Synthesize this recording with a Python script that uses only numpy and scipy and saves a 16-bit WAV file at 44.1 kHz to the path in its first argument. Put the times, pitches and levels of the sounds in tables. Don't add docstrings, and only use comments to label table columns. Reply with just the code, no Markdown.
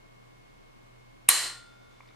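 import sys
import numpy as np
from scipy import signal
from scipy.fft import rfft, irfft
from scipy.io import wavfile

SR = 44100
rng = np.random.default_rng(int(sys.argv[2]) if len(sys.argv) > 2 else 0)


def volts_from_decibels(level):
    exponent = np.asarray(level, float) / 20
    return 10 ** exponent


def digitize_waveform(pressure):
    field = np.atleast_2d(pressure).T
    bounded = np.clip(field, -1, 1)
    quanta = np.round(bounded * 32767).astype(np.int16)
    wavfile.write(sys.argv[1], SR, quanta)


N = 94947
T = np.arange(N) / SR
SEAR_S, SLIDE_S, BLOW_S = 1.2812, 1.284, 1.2887
LEFT_RIGHT = np.array([[1], [-1]])

# pitch_hz, density_db
AIR_CENTRE = [(35, -4), (90, -2), (140, -1), (300, -6), (1000, -10.5), (3000, -16), (8000, -26),
              (15000, -34)]
# pitch_hz, density_db
AIR_DIFFERENCE = [(18, -48), (30, -11.5), (187, 0), (410, -2), (467, -2.5), (728, -4), (2070, -13),
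                  (2240, -14), (15500, -38.5)]
# pitch_hz, level_db, waver_db, left_lead_rad
HUM_AND_MOTOR = [(29.5, -65.5, 1.2, .15), (120, -64.5, 2.5, .1), (662, -79, 1.5, 3.1),
                 (721, -78, 1.5, -2.9), (1023, -76, 1.2, -1.5), (1084, -76, 1.2, -1.5),
                 (1144, -75.5, 1.2, -1.5), (2167, -71, .9, -.5), (4274, -88, .6, .1)]
# pitch_hz, level_db, t60_s
SEAR_MODES = [(2700, 0, .2), (8500, -8, .2)]
# pitch_hz, level_db, t60_s
SLIDE_MODES = [(2700, 0, .012), (8800, -2, .008), (13000, -8, .004)]
# pitch_hz, level_db, t60_s
BLOW_MODES = [(140, -38, 0.012), (220, -43, .025), (450, -39.5, 0.041), (720, -31, .02), (1160, -28, 0.028),
              (1796, -22.5, 0.045), (2500, -22, .02), (3140, -24.5, .02), (4000, -22, 0.016),
              (7900, -23.5, .008)]
# pitch_hz, level_db, t60_s
ACTION_MODES = [(1170, -16, .012), (1870, -12, .012), (2500, -12, .01), (3140, -12, .01), (3950, -9, .01),
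                (5700, -18, .006), (7500, -11, .006), (8600, -6, .008), (10750, 1, .009), (12570, -1, .01),
                (14600, -14, .006)]
# delay_s, level_db, left_right_db
WALL_ECHOES = [(.008, -11, 1.5), (.0107, -15, -2), (.0205, -15, 2), (.027, -17, -1.5)]
# pitch_hz, level_db, t60_s, left_right_db
BARREL_MODES = [(1396, -47, 1.5, 1.5), (1458, -50, 1.2, -1.5), (3542, -60, 2.2, 1.5), (4856, -69, 2.0, .1),
                (1700, -36, .4, 1.5), (1905, -34, .3, .1), (2038, -38, .4, -1.5), (3025, -38, .4, .1),
                (4027, -35, .35, -3), (4120, -32, .4, 3), (4215, -32, .45, -3), (8400, -35, .4, 4),
                (8580, -33, .45, -4), (8690, -31, .5, 4)]
# pitch_hz, width_hz, level_over_crack_db
BODY_RESONANCES = [(1150, 200, 1.5), (1880, 220, 7), (2990, 180, 4), (7400, 400, .1), (4170, 190, 12),
                   (8650, 230, 12), (10700, 450, 5), (12560, 220, 7)]
# pitch_hz, t60_s
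ROOM_DECAY = [(200, 0.62), (700, 0.43), (2000, 0.42), (5000, 0.43), (9000, 0.32), (14000, 0.23)]
# pitch_hz, level_db
ROOM_TONE = [(150, -21.5), (400, -9), (900, -4), (2500, -0.5), (5500, -0.5), (8000, 4.5), (11000, -2),
             (14000, -21.5)]
# pitch_hz, correlation (no unit)
ROOM_LIKENESS = [(200, 0.14), (600, .75), (1500, 1), (3500, 0.47), (6500, 0.84), (9000, 0.189),
                 (14000, 0.19)]
# start_s, level_db, pitch_hz
CREAK_TICKS = [(2.0048, -59, 1050), (2.0072, -62, 2250), (2.035, -71, 1200), (2.058, -73, 2200),
               (2.076, -76, 4800), (2.088, -72, 3700), (2.089, -69, 2200), (2.099, -77, 3800),
               (2.106, -70, 1300), (2.111, -73, 2200)]


def at_hz(points, hz):
    table = np.array(points)
    return np.interp(np.log(hz), np.log(table[:, 0]), table[:, 1])


def rms_one(x):
    return x / np.sqrt(np.mean(x ** 2) + 1e-20)


def drift(rate_hz):
    r = np.exp(-2 * np.pi * rate_hz * 40 / SR)
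    slow = signal.lfilter([1], [1, -2 * r, r * r], rng.standard_normal(N // 40 + 2002))
    slow = slow[2000:]
    return np.interp(np.arange(N) / 40, np.arange(len(slow)), rms_one(slow - slow.mean()))


def coloured(spectrum):
    hz = np.maximum(np.fft.rfftfreq(N, 1 / SR), 1)
    white = rfft(rng.standard_normal(N))
    return rms_one(irfft(white * volts_from_decibels(at_hz(spectrum, hz)) * (hz > 25), N))


def band_noise(noise, band_hz):
    return signal.sosfilt(signal.butter(2, band_hz, "band", fs=SR, output="sos"), noise)


def clicks_at(s, gains):
    out = np.zeros(N)
    np.add.at(out, (np.asarray(s) * SR).astype(int), gains)
    return out


def ring(drive, hz, t60):
    r, w = volts_from_decibels(-60 / (t60 * SR)), 2 * np.pi * hz / SR
    return signal.lfilter([0, np.sin(w)], [1, -2 * r * np.cos(w), r * r], drive + 1e-18)


def soft_ring(drive, hz, t60):
    return ring(ring(drive, hz, t60), hz, t60)


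def modes(drive, table):
    out = 0
    for k, (hz, db, t60) in enumerate(table):
        out = out + (-1) ** k * volts_from_decibels(db) * ring(drive, hz, t60)
    return out


def background():
    out = volts_from_decibels(-63.5) * coloured(AIR_CENTRE) + volts_from_decibels(-57) * coloured(AIR_DIFFERENCE) * LEFT_RIGHT
    for hz, db, waver_db, lead in HUM_AND_MOTOR:
        phase = 2 * np.pi * hz * T + rng.uniform(0, 2 * np.pi) + lead * LEFT_RIGHT / 2
        level = np.sqrt(2) * volts_from_decibels(db + waver_db * drift(9))
        out = out + level * np.sin(phase)
    return out


def sleeve():
    start_s, rise_s, level_db = 1.23, 0.4, -73.5
    cloth = rms_one(band_noise(rng.standard_normal(N), (248, 4900)))
    return volts_from_decibels(level_db + 2 * drift(16)) * cloth * np.clip((T - start_s) / rise_s, 0, 1)


def sear():
    swell_s = 0.0015
    tick = modes(clicks_at([SEAR_S], volts_from_decibels(-30)), SEAR_MODES)
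    return tick * np.clip((T - SEAR_S) / swell_s, 0, 1) * (T < BLOW_S)


def slide():
    final_db, rise_db_per_s = -14, 5500
    level = volts_from_decibels(final_db + rise_db_per_s * np.minimum(T - BLOW_S, 0))
    scrape = rng.standard_normal(N) * level * (T > SLIDE_S) * (T < BLOW_S)
    return modes(scrape, SLIDE_MODES)


def blow():
    ping = soft_ring(clicks_at([BLOW_S], volts_from_decibels(6)), 9000, 0.0017)
    return modes(clicks_at([BLOW_S], volts_from_decibels(12)), BLOW_MODES) + ping


def rattle():
    lag_s, hold_s, t60_s, level_db, side_db = 0.0006, 0.0028, 0.004, -15, -8
    since = T - BLOW_S - lag_s
    chatter = volts_from_decibels(level_db - 60 * np.maximum(since - hold_s, 0) / t60_s) * (since > 0)
    mid = modes(chatter * rng.standard_normal(N), ACTION_MODES)
    side = volts_from_decibels(side_db) * modes(chatter * rng.standard_normal(N), ACTION_MODES)
    return mid, side


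def near_walls(mid):
    dull = signal.sosfilt(signal.butter(1, 6000, fs=SR, output="sos"), mid)
    out = 0
    for delay, db, pan_db in WALL_ECHOES:
        out = out + np.roll(dull, int(delay * SR)) * volts_from_decibels(db + pan_db / 2 * LEFT_RIGHT)
    return out


def action():
    strike = sear() + slide() + blow()
    rattle_mid, rattle_side = rattle()
    mid = strike + rattle_mid
    return mid + rattle_side * LEFT_RIGHT + near_walls(mid)


def barrel():
    out = 0
    for hz, db, t60, pan_db in BARREL_MODES:
        tone = ring(clicks_at([BLOW_S], volts_from_decibels(4 + db)), hz, t60) * volts_from_decibels(1.5 * drift(12))
        out = out + tone * volts_from_decibels(pan_db / 2 * LEFT_RIGHT)
    return out


def crack():
    click = clicks_at([BLOW_S], 0.85)
    out = click
    for hz, width_hz, db in BODY_RESONANCES:
        r = np.exp(-np.pi * width_hz / SR)
        feedback = [1, -2 * r * np.cos(2 * np.pi * hz / SR), r * r]
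        peak = signal.lfilter([(1 - r * r) / 2, 0, (r * r - 1) / 2], feedback, click + 1e-18)
        out = out + volts_from_decibels(db) * peak
    return volts_from_decibels(-10) * out


def room(x):
    delay_s, build_s, top_hz = 0.002, 0.0044, 15000
    t, tail = T[:SR], 0
    edges = 90 * 2 ** np.arange(0, 7.6, .5)
    white = rng.standard_normal((2, 2, SR))
    for k, (low, high) in enumerate(zip(edges, edges[1:])):
        mid, side = band_noise(white[k % 2], [low, high])
        hz = np.sqrt(low * high)
        alike = np.clip(at_hz(ROOM_LIKENESS, hz), -.98, .98)
        fade = volts_from_decibels(at_hz(ROOM_TONE, hz) - 60 * t / at_hz(ROOM_DECAY, hz))
        tail = tail + fade * (np.sqrt(1 + alike) * mid + np.sqrt(1 - alike) * side * LEFT_RIGHT)
    tail = tail * np.clip((t - delay_s) / build_s, 0, 1)
    tail = signal.sosfilt(signal.cheby2(10, 50, top_hz, fs=SR, output="sos"), tail)
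    return signal.fftconvolve(x[None], tail, axes=1)[:, :N]


def creaks():
    return sum(soft_ring(clicks_at([s], volts_from_decibels(db)), hz, 0.006) for s, db, hz in CREAK_TICKS)


def scene():
    handling = sleeve() + creaks()
    rifle = action() + barrel()
    reflections = room(crack() + volts_from_decibels(-40.5) * handling)
    return rifle + handling + reflections + background()


def roll_off(x):
    return signal.sosfilt(signal.butter(12, 15970, fs=SR, output="sos"), x)


def record(dry):
    duck_s, duck_db, attack_s, hold_s, recover_s = 1.279, -12, 0.0014, 0.04, 0.14
    down = np.clip((T - duck_s) / attack_s, 0, 1)
    back = np.clip((T - duck_s - hold_s) / recover_s, 0, 1)
    ducked = np.clip(dry * volts_from_decibels(duck_db * down * (1 - back)), -1, 1)
    top_cut = signal.cheby2(8, 40, 16200, fs=SR, output="sos")
    mix = np.clip(signal.sosfilt(top_cut, ducked), -1, 1)
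    return roll_off(mix)


dry = scene()
out = record(dry)
digitize_waveform(out)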